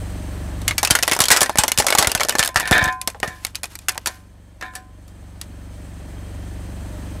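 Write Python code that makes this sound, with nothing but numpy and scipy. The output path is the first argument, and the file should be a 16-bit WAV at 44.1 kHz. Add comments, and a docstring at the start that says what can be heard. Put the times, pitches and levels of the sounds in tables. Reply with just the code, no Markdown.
"""Taped stacks of empty drink cans buckle in sharp cracks under a car tyre, close to a small microphone.
Each crack is a click, a burst of fading noise and the notes of the dent and the new folds.
One stack springs free, clangs on the asphalt as a set of ringing notes, and is put back by hand with a rustle.
Air and ground give low thumps. Behind it the car idles, a throb of sine waves and noise that
sinks under the crunching and swells up again once it is quiet."""
import sys
import numpy as np
from scipy import signal
from scipy.io import wavfile

SR = 44100
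rng = np.random.default_rng(int(sys.argv[2]) if len(sys.argv) > 2 else 0)


def generate_wav(sig):
    """Save sig (samples, or channels by samples) to the path in sys.argv[1] as 16-bit PCM at SR."""
    pcm = np.round(np.clip(np.atleast_2d(sig).T, -1, 1) * 32767).astype(np.int16)
    wavfile.write(sys.argv[1], SR, pcm)


N = 317508   # length in samples

# Speed of the idling engine: time_s, firings_per_s
IDLE_SPEED = [(0, 23.6), (5.1, 23.6), (5.2, 23.4), (6.1, 23.4), (6.2, 23.6), (7.2, 23.55)]
# Strength of each exhaust tone, before scaling: multiple_of_firing_rate, level_db
EXHAUST_TONES = [(1, -22), (2, -0.5), (3, 1), (4, -0.5), (5, -16), (6, -12), (7, -11), (8, -11.5),
                 (9, -21.5), (10, -14.5), (11, -17), (12, -15), (13, -15.5), (14, -17), (15, -28)]
# Colour of the engine hiss, before scaling: frequency_hz, level_db_per_hz
ENGINE_NOISE = [(90, -18.5), (200, -12.5), (320, -15), (410, -17.5), (600, -16.5), (1400, -25), (2000, -26),
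                (6400, -37), (8000, -39), (13800, -44.5), (16000, -50.5)]
# Faint whistles in the engine hiss, relative to the exhaust: pitch_hz, width_hz, level_db
WHISTLES = [(604, 50, -23), (1770, 230, -27), (3182, 90, -33), (4360, 120, -36), (6350, 61, -34),
            (8100, 1500, -25), (8560, 130, -34.5), (8900, 80, -44), (11740, 200, -39), (13630, 130, -41)]
# Pushes of air and ground shock from big buckles and drops, before the low cut: start_s, level_db, length_ms
THUMPS = [(0.91, -8, 4.6), (1.118, -14.5, 2.2), (1.206, -13, 3.9), (1.311, -14, 3.8), (1.417, -11, 2),
          (1.587, -7, 4.4), (1.785, -11, 5), (1.988, -16, 6.2), (2.07, -12, 7.3), (2.149, -16.5, 4.9),
          (2.395, -15.5, 4.5), (2.562, -15.5, 7.6), (2.714, -1.5, 4), (2.824, -9.5, 5.7), (2.865, -16, 6.5),
          (3.076, -37, 3), (3.233, -24, 1.7), (3.278, -18.5, 5.2)]
# Fingers and tape sliding on the cans: loudest_s, level_db
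SLIDES = [(3.28, -46.5), (3.36, -56), (3.44, -42.5), (3.72, -45.5), (3.82, -53.5), (3.93, -61),
          (4.06, -54.5), (4.138, -43.5), (4.64, -54), (4.76, -56)]
# The loose stack skids over the grit: start_s, end_s, level_db, fade_db_per_s
SKIDS = [(2.574, 2.722, -27.5, 112), (2.707, 2.903, -16.5, 78), (3.223, 3.42, -33, 170),
         (4.612, 4.713, -30.5, 250)]
# The stacks shake under the tyre, one row: start_s, end_s, level_db
SHAKE = (0.79, 2.9, -52.5)
# Ringing notes of a free stack, relative levels: pitch_hz, level_db, t60_s (time to fall by 60 dB)
STACK_NOTES = [(340, -21.5, 0.27), (744, -13.5, 0.41), (895, -8, 0.038), (1029, -13, 0.58),
               (1375, -21, 0.14), (1450, -17.5, 0.36), (1560, -15.5, 0.39), (1666, -11.5, 0.26),
               (1760, 3, 0.12), (1822, -15.5, 0.25), (1860, -16, .2), (2200, -17.5, .3), (2277, -12.5, 0.2),
               (2380, -14.5, 0.2), (2490, -19, 0.36), (2780, -23.5, 0.083), (3130, -17.5, 0.15),
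               (3340, -21, 0.083), (3720, -7.5, 0.028), (3510, -11, 0.12), (3720, -23, 0.067),
               (3700, -19.5, 0.086)]
# Knocks on a stack, shorter when it is held, relative levels:
# start_s, peak_db, share_of_free_ring (0-1), hardness_db_per_octave
KNOCKS = [(1.304, -4, .84, -4.5), (1.416, -11, 1, 2), (2.395, -7.5, 0.73, 8), (2.489, -20, 0.8, -1),
          (2.56, 13, 0, -3.5), (2.717, -7, .05, 1), (2.728, -12.5, 1, 16.5), (2.78, -14.5, .9, -7),
          (3.077, -17, 0.03, -3), (3.23, -0.5, 0.09, -15), (3.281, -25, .6, -3), (3.884, -10, 0.54, 1),
          (4.06, -14, 0.96, -1), (4.613, -19.5, 0.45, 1), (4.625, -16, 0.9, -7.5), (4.754, -21, 0.9, -7)]
# How the thin can wall colours a crack: frequency_hz, level_db
CAN_WALL = [(250, 5), (420, 0.5), (700, 2), (1800, -0.5), (3000, -4.5), (6000, -4), (9000, -4), (12000, -6),
            (16000, -27.5)]
# Buckling walls, relative levels: start_s, snap_db, boom_db, dent_db, dent_pitch_hz, t60_s (basic fading time)
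CRACKS = [(0.617, -26, -37, -42, 2150, 0.05), (0.6794, 1, -41, -13, 2146, 0.059),
          (0.7093, -44, -32, -10.5, 2170, 0.04), (0.7809, 0, -33.5, -13.5, 2300, 0.054),
          (0.8303, 1, -21.5, -9.5, 830, 0.052), (0.849, 1, -31.5, -18, 2550, 0.047),
          (0.8734, -8, -29, -17, 2680, 0.04), (0.9022, -9, -40, -14, 1447, 0.1),
          (0.9071, 8.5, -21.5, -16, 3140, 0.05), (0.952, 2, -31, -7.5, 1440, 0.053),
          (0.9885, -10.5, -22, -18.5, 1920, 0.033), (1.0266, -1, -24, -17.5, 3000, 0.036),
          (1.0323, -1, -21, -10, 2550, 0.032), (1.0712, -21, -40, -36, 2960, 0.05),
          (1.0782, -1.5, -15, -7.5, 1960, 0.05), (1.0964, -16, -43, -17, 2330, 0.017),
          (1.1137, -6, -23, -11, 2180, 0.041), (1.1204, -3, -20.5, -6, 1920, 0.042),
          (1.1329, -3, -23, -13, 2210, 0.04), (1.1494, -13, -40, -28, 1720, 0.046),
          (1.1648, -10, -28, -22.5, 942, 0.048), (1.1902, -4, -6.5, -16.5, 1340, 0.028),
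          (1.2037, 8.5, -22, -16.5, 1105, 0.049), (1.218, -2.5, -29, -21, 1020, 0.071),
          (1.239, 0.5, -28.5, -18.5, 3170, 0.028), (1.2553, -5.5, -32.5, -18, 3290, 0.048),
          (1.284, 1, -26.5, -22.5, 1460, 0.042), (1.3036, 2, -10.5, -5, 1638, 0.098),
          (1.3139, 7, -18.5, -6, 1942, 0.12), (1.3638, -2, -38, -13, 1480, 0.039),
          (1.3708, -0.5, -31.5, -13.5, 1350, 0.064), (1.4073, 0.5, -23.5, -16, 3340, 0.04),
          (1.4159, 4, -16, -9, 860, 0.047), (1.4306, 1, -24, -10.5, 1724, 0.043),
          (1.46, -15, -29, -19.5, 1900, 0.066), (1.4952, -12.5, -16, -11, 840, 0.029),
          (1.5567, -12.5, -14.5, -16, 925, 0.018), (1.574, -10, -35, -19.5, 1840, 0.05),
          (1.585, 8.5, -19, -12, 845, 0.082), (1.6359, 1, -15, -6.5, 874, 0.042),
          (1.6803, -1, -20, -19, 2080, 0.054), (1.7181, 2, -28, -10, 2890, 0.024),
          (1.7758, -1, -18, -25, 2560, 0.041), (1.7854, 2, -22, -30, 1765, 0.09),
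          (1.8004, 1.5, -15, -11.5, 840, 0.036), (1.8228, -15, -53, -19, 1780, 0.038),
          (1.8444, -20, -20.5, -28, 802, 0.073), (1.8665, 1, -14, -21, 1320, 0.055),
          (1.8843, -9, -37, -12, 2210, 0.06), (1.904, 1, -19.5, -15.5, 890, 0.035),
          (1.9249, -7.5, -14, -7.5, 2220, 0.05), (1.9509, 3.5, -14, -5, 830, 0.026),
          (1.9758, -12, -23.5, -16.5, 2180, 0.077), (1.9849, 7, -10, -18, 1130, 0.077),
          (2.0144, -15, -20, -16.5, 844, 0.12), (2.0255, 1, -20, -13, 2030, 0.043),
          (2.046, -29, -25, -11, 2030, 0.05), (2.0718, 4, -10, -20, 1430, 0.034),
          (2.096, -19, -26, -24, 2810, 0.14), (2.1167, -1, -28, -33, 2640, 0.027),
          (2.15, 2, -14, -13.5, 1500, 0.041), (2.176, -19, -45, -19.5, 2680, 0.038),
          (2.1983, -15, -21, -16, 1880, 0.058), (2.2067, -7, -17, -11.5, 3150, 0.02),
          (2.212, -15, -14, -11, 2240, 0.035), (2.2334, -4.5, -31.5, -22, 3160, 0.034),
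          (2.2494, -13, -18, -26, 1860, 0.033), (2.2858, -4.5, -18, -25.5, 1740, 0.044),
          (2.2942, 2.5, -23, -13.5, 1570, 0.025), (2.3064, -14.5, -34.5, -18, 2990, 0.045),
          (2.3234, -19, -26.5, -21.5, 1770, 0.075), (2.3531, -8.5, -12, -12.5, 1740, 0.034),
          (2.3844, -5, -26, -23, 810, 0.079), (2.393, 2, -21.5, -9.5, 1770, 0.062),
          (2.4279, -17, -34, -5, 3060, 0.026), (2.4363, -4.5, -48, -18, 1800, 0.019),
          (2.4484, -6.5, -42, -22, 1730, 0.043), (2.459, -6, -30, -26, 1630, 0.039),
          (2.4762, -3.5, -27, -29, 1290, 0.019), (2.489, -15, -25, -23.5, 1700, 0.023),
          (2.544, -22, -28.5, -39, 1580, 0.045), (2.559, -2.5, -23, -5, 1776, 0.084),
          (2.5724, -12.5, -36.5, -15.5, 1920, 0.041), (2.599, -7, -50, -16, 1740, 0.026),
          (2.6054, -14.5, -41.5, -15, 1910, 0.047), (2.6554, -26, -30, -19.5, 1850, 0.036),
          (2.6751, -13, -43, -17, 1770, 0.094), (2.7113, -1.5, -5, -16, 942, 0.018),
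          (2.7176, -7, -14, -9, 1730, 0.038), (2.7258, -16, -25, -8, 1765, 0.087),
          (2.7803, -8.5, -22, -19, 1770, 0.02), (2.794, -30, -30, -31, 1680, 0.022),
          (2.8273, -20, -40, -21, 1720, 0.038), (2.8406, -7, -29, -28, 1770, 0.044),
          (2.8568, -19, -28, -23, 1770, 0.04), (2.8767, -25, -41, -22, 1770, 0.093),
          (2.9257, -25, -48, -36, 980, 0.05), (3.0147, -12, -50, -31, 2440, 0.037),
          (3.0749, -0.5, -16, -33, 1050, 0.032), (3.101, -18, -62.5, -40, 2450, 0.03),
          (3.1464, -58, -28, -29, 818, 0.054), (3.2012, -20, -35, -36, 2170, 0.018),
          (3.2301, -25, -12, -11.5, 1850, 0.057), (3.277, -21.5, -41, -27.5, 1860, 0.1),
          (3.4493, 0.5, -34, -39, 2200, 0.018), (3.4676, -19.5, -41, -35, 1990, 0.04),
          (3.5481, -36, -47, -27, 2930, 0.025), (3.5547, -8.5, -54, -31.5, 2510, 0.043),
          (3.6328, -11, -31, -27, 2400, 0.042), (3.6408, -17, -32, -23, 2510, 0.039),
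          (3.6558, -20, -52, -33, 2420, 0.019), (3.7543, -16.5, -48, -35, 2380, 0.03),
          (3.7895, -22.5, -51, -38, 2420, 0.031), (3.8847, -0.5, -52, -11.5, 2685, 0.042),
          (3.8921, -5, -49, -24, 1650, 0.033), (3.9185, -24, -42, -35, 1670, 0.025),
          (3.947, -28, -47, -42, 2390, 0.04), (3.9554, -42, -36, -29.5, 890, 0.064),
          (3.9781, -11, -26.5, -19.5, 1930, 0.021), (4.0596, -5.5, -34, -23, 1410, 0.055),
          (4.0717, -5.5, -40, -20.5, 976, 0.056), (4.6112, -27.5, -36, -26, 1800, 0.038),
          (4.6249, -34, -36, -24.5, 1640, 0.069), (4.7366, -41, -41.5, -42, 1350, 0.1),
          (4.753, -17.5, -40, -46, 1750, 0.082), (5.0797, -36.5, -52, -56, 987, 0.072),
          (5.4136, -11.5, -58, -53, 1850, 0.029)]

IDLE_DB, SUNK_DB = -27.5, -44   # exhaust level in the quiet, and under the crunching
SINKS_AT_S, SINK_S, RISES_AT_S, RISE_S = 0.69, .25, 4.85, 1.17   # start and time constant of each change
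SLIDE_RISE_DB_PER_S, SLIDE_FALL_DB_PER_S = 358.5, 220
SKID_RISE_S = 0.029
SNAP_HZ, BELOW_SNAP_DB_PER_OCT = 4500, 7.5   # the snap thins out below this corner
BOOM_HZ, BOOM_LOSS_DB_PER_OCT = 640, 11   # the hollow of the can
DENT_OCTAVES = 0.89   # width of the dent's colour
BELOW_DENT_DB, ABOVE_DENT_DB = 8, 6   # loss per dent width on either side
MIC_LOW_CUT_HZ, CUTOFF_HZ = 49, 16900


def from_db(db):
    """Turn a level in dB into a gain."""
    return np.exp(np.asarray(db) * (np.log(10) / 20))


def rms_one(x):
    """Scale a signal to an average strength (rms) of 1."""
    return x / np.sqrt(np.mean(x ** 2) + 1e-20)


def in_time(rows):
    """Draw lines between (time, value) rows, giving one value a sample."""
    return np.interp(np.arange(N) / SR, *np.transpose(rows))


def at_hz(points, hz):
    """Read a spectrum on a log-frequency axis."""
    known_hz, level_db = np.array(points).T
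    return np.interp(np.log(hz), np.log(known_hz), level_db)


def drift(rate_hz):
    """Slow random wandering with spread 1: noise smoothed at one value per 40 samples."""
    r = np.exp(-80 * np.pi * rate_hz / SR)
    noise = rng.standard_normal(N // 40 + 2002)
    slow = signal.lfilter([1], [1, -2 * r, r * r], noise)[2000:]   # skip the start-up
    return np.interp(np.arange(N) / 40, np.arange(len(slow)), rms_one(slow))


def ring(clicks, hz, t60):
    """A resonance: each unit click sets a sine of height 1 ringing, 60 dB down after t60 seconds."""
    r = 10 ** (-3 / (t60 * SR))
    w = 2 * np.pi * hz / SR
    return signal.lfilter([0, np.sin(w)], [1, -2 * r * np.cos(w), r * r], clicks + 1e-18)


def bank(x, low_hz):
    """Split sound into third-octave bands, dealing the two rows of x in turn; gives centres and bands."""
    edges = low_hz * 2 ** np.arange(0, np.log2(18000 / low_hz), 1 / 3)
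    bands = []
    for k, edge in enumerate(zip(edges, edges[1:])):
        band_pass = signal.butter(2, edge, "band", fs=SR, output="sos")
        bands.append(signal.sosfilt(band_pass, x[k % 2]))
    return np.sqrt(edges[1:] * edges[:-1]), np.array(bands)


def idle_db():
    """The idle level sinks near the start of the crunching and creeps back late, at set times."""
    t = np.arange(N) / SR
    sinking = 1 - np.exp(-np.maximum(t - SINKS_AT_S, 0) / SINK_S)
    returning = np.exp(-np.maximum(t - RISES_AT_S, 0) / RISE_S)
    return IDLE_DB + (SUNK_DB - IDLE_DB) * sinking * returning


def engine():
    """Firings drive exhaust tones, the lowest lagging most in the pipe; noise throbs along, more in the bass."""
    turns = np.cumsum(in_time(IDLE_SPEED)) / SR + 0.305   # firings so far
    waver_db, pulse_db, pipe_lag = 1.3, 4.5, 113   # the lag is in radians
    exhaust = 0
    for k, db in EXHAUST_TONES:
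        height = from_db(db + waver_db * drift(5.2))
        exhaust = exhaust + height * np.cos(2 * np.pi * k * turns + pipe_lag / k + 0.14 * drift(6.0))

    hz, bands = bank(rng.standard_normal((2, N)), low_hz=101.4)
    throb_db = pulse_db * (300 / hz[:, None]) ** 1.2 * np.cos(2 * np.pi * turns + 0.42)
    noise_gain = from_db(at_hz(ENGINE_NOISE, hz)[:, None] + throb_db)
    hiss = rms_one(np.sum(noise_gain * bands, axis=0))

    white = rng.standard_normal(N)
    whistles = 0
    for hz, width, db in WHISTLES:
        t60 = np.log(1000) / (np.pi * width)   # a narrow whistle rings longer
        whistles = whistles + from_db(db + 1.6 * drift(14.0)) * rms_one(ring(white, hz, t60))
    return from_db(idle_db()) * (rms_one(exhaust) + from_db(-11.0) * hiss + whistles)


def thumps():
    """Smooth one-sided pulses of pressure; the microphone's low cut turns them into falling booms."""
    out = np.zeros(N)
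    for s, level_db, length_ms in THUMPS:
        pulse = np.hanning(max(round(length_ms * SR / 1000), 9))
        out[round(s * SR):][:len(pulse)] -= from_db(level_db) * pulse
    low_cut = signal.butter(4, MIC_LOW_CUT_HZ, "high", fs=SR, output="sos")
    return signal.sosfilt(low_cut, out + 1e-18)


def sliding():
    """Gain of the rubbing hand: each slide swells quickly and dies away more slowly."""
    t = np.arange(0, N / SR, .002)
    gain = 0
    for s, db in SLIDES:
        loss_db = np.maximum(SLIDE_RISE_DB_PER_S * (s - t), SLIDE_FALL_DB_PER_S * (t - s))
        gain = gain + from_db(db - loss_db)
    return in_time(np.transpose([t, gain]))


def skidding():
    """Gain of the scraping grit: each skid bites quickly, fades and stops; the shaking holds level."""
    t = np.arange(0, N / SR, .002)
    shake_start, shake_end, shake_db = SHAKE
    gain = from_db(shake_db) * ((t > shake_start) & (t < shake_end))
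    for start, end, db, fade_db in SKIDS:
        rise = np.clip((t - start) / SKID_RISE_S, 0, 1)
        gain = gain + rise * (t < end) * from_db(db - fade_db * np.clip(t - start, 0, 1))
    return in_time(np.transpose([t, gain]))


def clangs():
    """Knocks and grit strike every mode (natural note) of the stack, each with a strength of its own."""
    hz, level_db, t60 = np.transpose(STACK_NOTES)[:, :, None]
    t, out = np.arange(SR // 3) / SR, np.zeros(N + SR)
    chance = rng.standard_normal((len(KNOCKS), 2, len(STACK_NOTES), 1))
    for (s, peak_db, free, hard_db), (strength, bend) in zip(KNOCKS, chance):
        hardness_db = hard_db * np.log2(np.maximum(hz, 700) / 1500)
        fade_db = 60 * t / (np.clip(free, .05, 1) * t60)
        dying = from_db(peak_db - 12.0 + level_db + hardness_db + 2.8 * strength - fade_db)
        modes = dying * np.sin(2 * np.pi * hz * (1 + 0.0052 * bend) * t)   # dents shift the modes a little
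        out[round(s * SR):][:len(t)] += modes.sum(axis=0) * np.minimum(t / 0.00082, 1)

    grit = (rng.random(N) < 500 / SR) * skidding()   # about 500 grains a second
    grit = grit[:round(5.2 * SR)]
    hits = grit * rng.standard_normal(len(grit))
    for f, db, lasts in STACK_NOTES:
        out[:len(hits)] += from_db(db) * ring(hits, f, 0.81 * lasts * min(1900 / f, 1))
    return out[:N]


def grains(per_s, spread_db, cycles):
    """Clumped tiny snaps, each ringing a few cycles at one of 14 pitches; rms 1."""
    sizes = from_db(spread_db * np.minimum(rng.exponential(1, N), 5)) * rng.choice([-1, 1], N)
    born = rng.random(N) < per_s * from_db(4.0 * drift(20)) / SR
    pitches, dealt = np.geomspace(900, 11500, 14), rng.integers(0, 14, N)
    out = 0
    for k, hz in enumerate(pitches):
        out = out + ring(sizes * born * (dealt == k), hz, cycles / hz) * (hz / 4000) ** 0.61
    return rms_one(out)


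def creases(buckling):
    """Small folds follow in the wake of each buckle; handling adds a denser rustle of shorter snaps."""
    r = np.exp(-1 / (.012 * SR))   # the wake follows the cracks with a 12 ms memory
    wake = np.sqrt(signal.lfilter([1 - r], [1, -r], buckling ** 2 + 1e-18))
    folding = from_db(-16) * wake * grains(per_s=6000, spread_db=2.5, cycles=25.0)
    rustle = sliding() * grains(per_s=14000, spread_db=1.0, cycles=15.0)
    return folding + rustle


def crack_colour(f, snap_db, boom_db, dent_db, dent_hz):
    """Strength of one crack at frequency f: hollow boom plus bright snap, joined by a peak at the dent."""
    boom = from_db(boom_db + 6.5 - BOOM_LOSS_DB_PER_OCT * np.abs(np.log2(f / BOOM_HZ)))
    snap = from_db(snap_db - 5.5 + BELOW_SNAP_DB_PER_OCT * np.minimum(np.log2(f / SNAP_HZ), 0))
    widths_away = np.abs(np.log2(f / dent_hz) / DENT_OCTAVES)
    dent = from_db(dent_db + 4 - np.where(f < dent_hz, BELOW_DENT_DB, ABOVE_DENT_DB) * widths_away)
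    return np.hypot(boom + snap, dent)


def cracks():
    """Each buckle is a snap, a burst of dense wall modes whose treble dies first, and notes of dent and folds."""
    size = SR // 6
    t, out = np.arange(size) / SR, np.zeros(N + size)
    hz, noise = bank(rng.standard_normal((2, N + size)), low_hz=221.4)
    click = np.eye(1, size).repeat(2, axis=0)
    snap = bank(click, low_hz=214.0)[1]
    chance = rng.standard_normal((len(CRACKS), len(hz)))
    panels_hz = 900 * 2 ** rng.uniform(0, 3.5, (len(CRACKS), 8, 1))   # each fold leaves panels of its own size
    spike = 1 + 1.15 * np.exp(-t / 0.0017)   # the first moments stand out
    for (s, snap_db, boom_db, dent_db, dent_hz, t60), uneven, panel_hz in zip(CRACKS, chance, panels_hz):
        i, n = round(s * SR), min(size, round(2.2 * t60 * SR))
        t = np.arange(n) / SR
        levels = snap_db, boom_db, dent_db, dent_hz
        gain = crack_colour(hz, *levels) * from_db(at_hz(CAN_WALL, hz) + 1.79 * uneven)
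        lasts = t60 * (hz[:, None] / 5000) ** -.35
        burst = noise[:, i:i + n] * from_db(-60 * t / lasts) * spike[:n]
        walls = np.sum(gain[:, None] * (burst + 8.8 * snap[:, :n]), axis=0)

        dent_fade = from_db(-8.5 - 60 * t / (1.2 * t60))
        dent = crack_colour(dent_hz, *levels) * dent_fade * np.sin(2 * np.pi * dent_hz * t)
        panel_fade = from_db(-19 - 60 * t / (1.4 * t60))
        panels = crack_colour(panel_hz, *levels) * panel_fade * np.sin(2 * np.pi * panel_hz * t)
        out[i:i + n] += walls + dent + panels.sum(axis=0)
    return out[:N]


def scene():
    """Cans and engine add up at one microphone."""
    buckling = cracks()
    return (buckling + creases(buckling) + clangs() + thumps() + engine())[None]


def record(dry):
    """Round off the peaks, then cut the highest treble."""
    top = .84
    rounded = top * np.tanh(dry / top)
    return signal.sosfilt(signal.cheby2(16, 95, CUTOFF_HZ, fs=SR, output="sos"), rounded)


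dry = scene()
out = record(dry)
generate_wav(out)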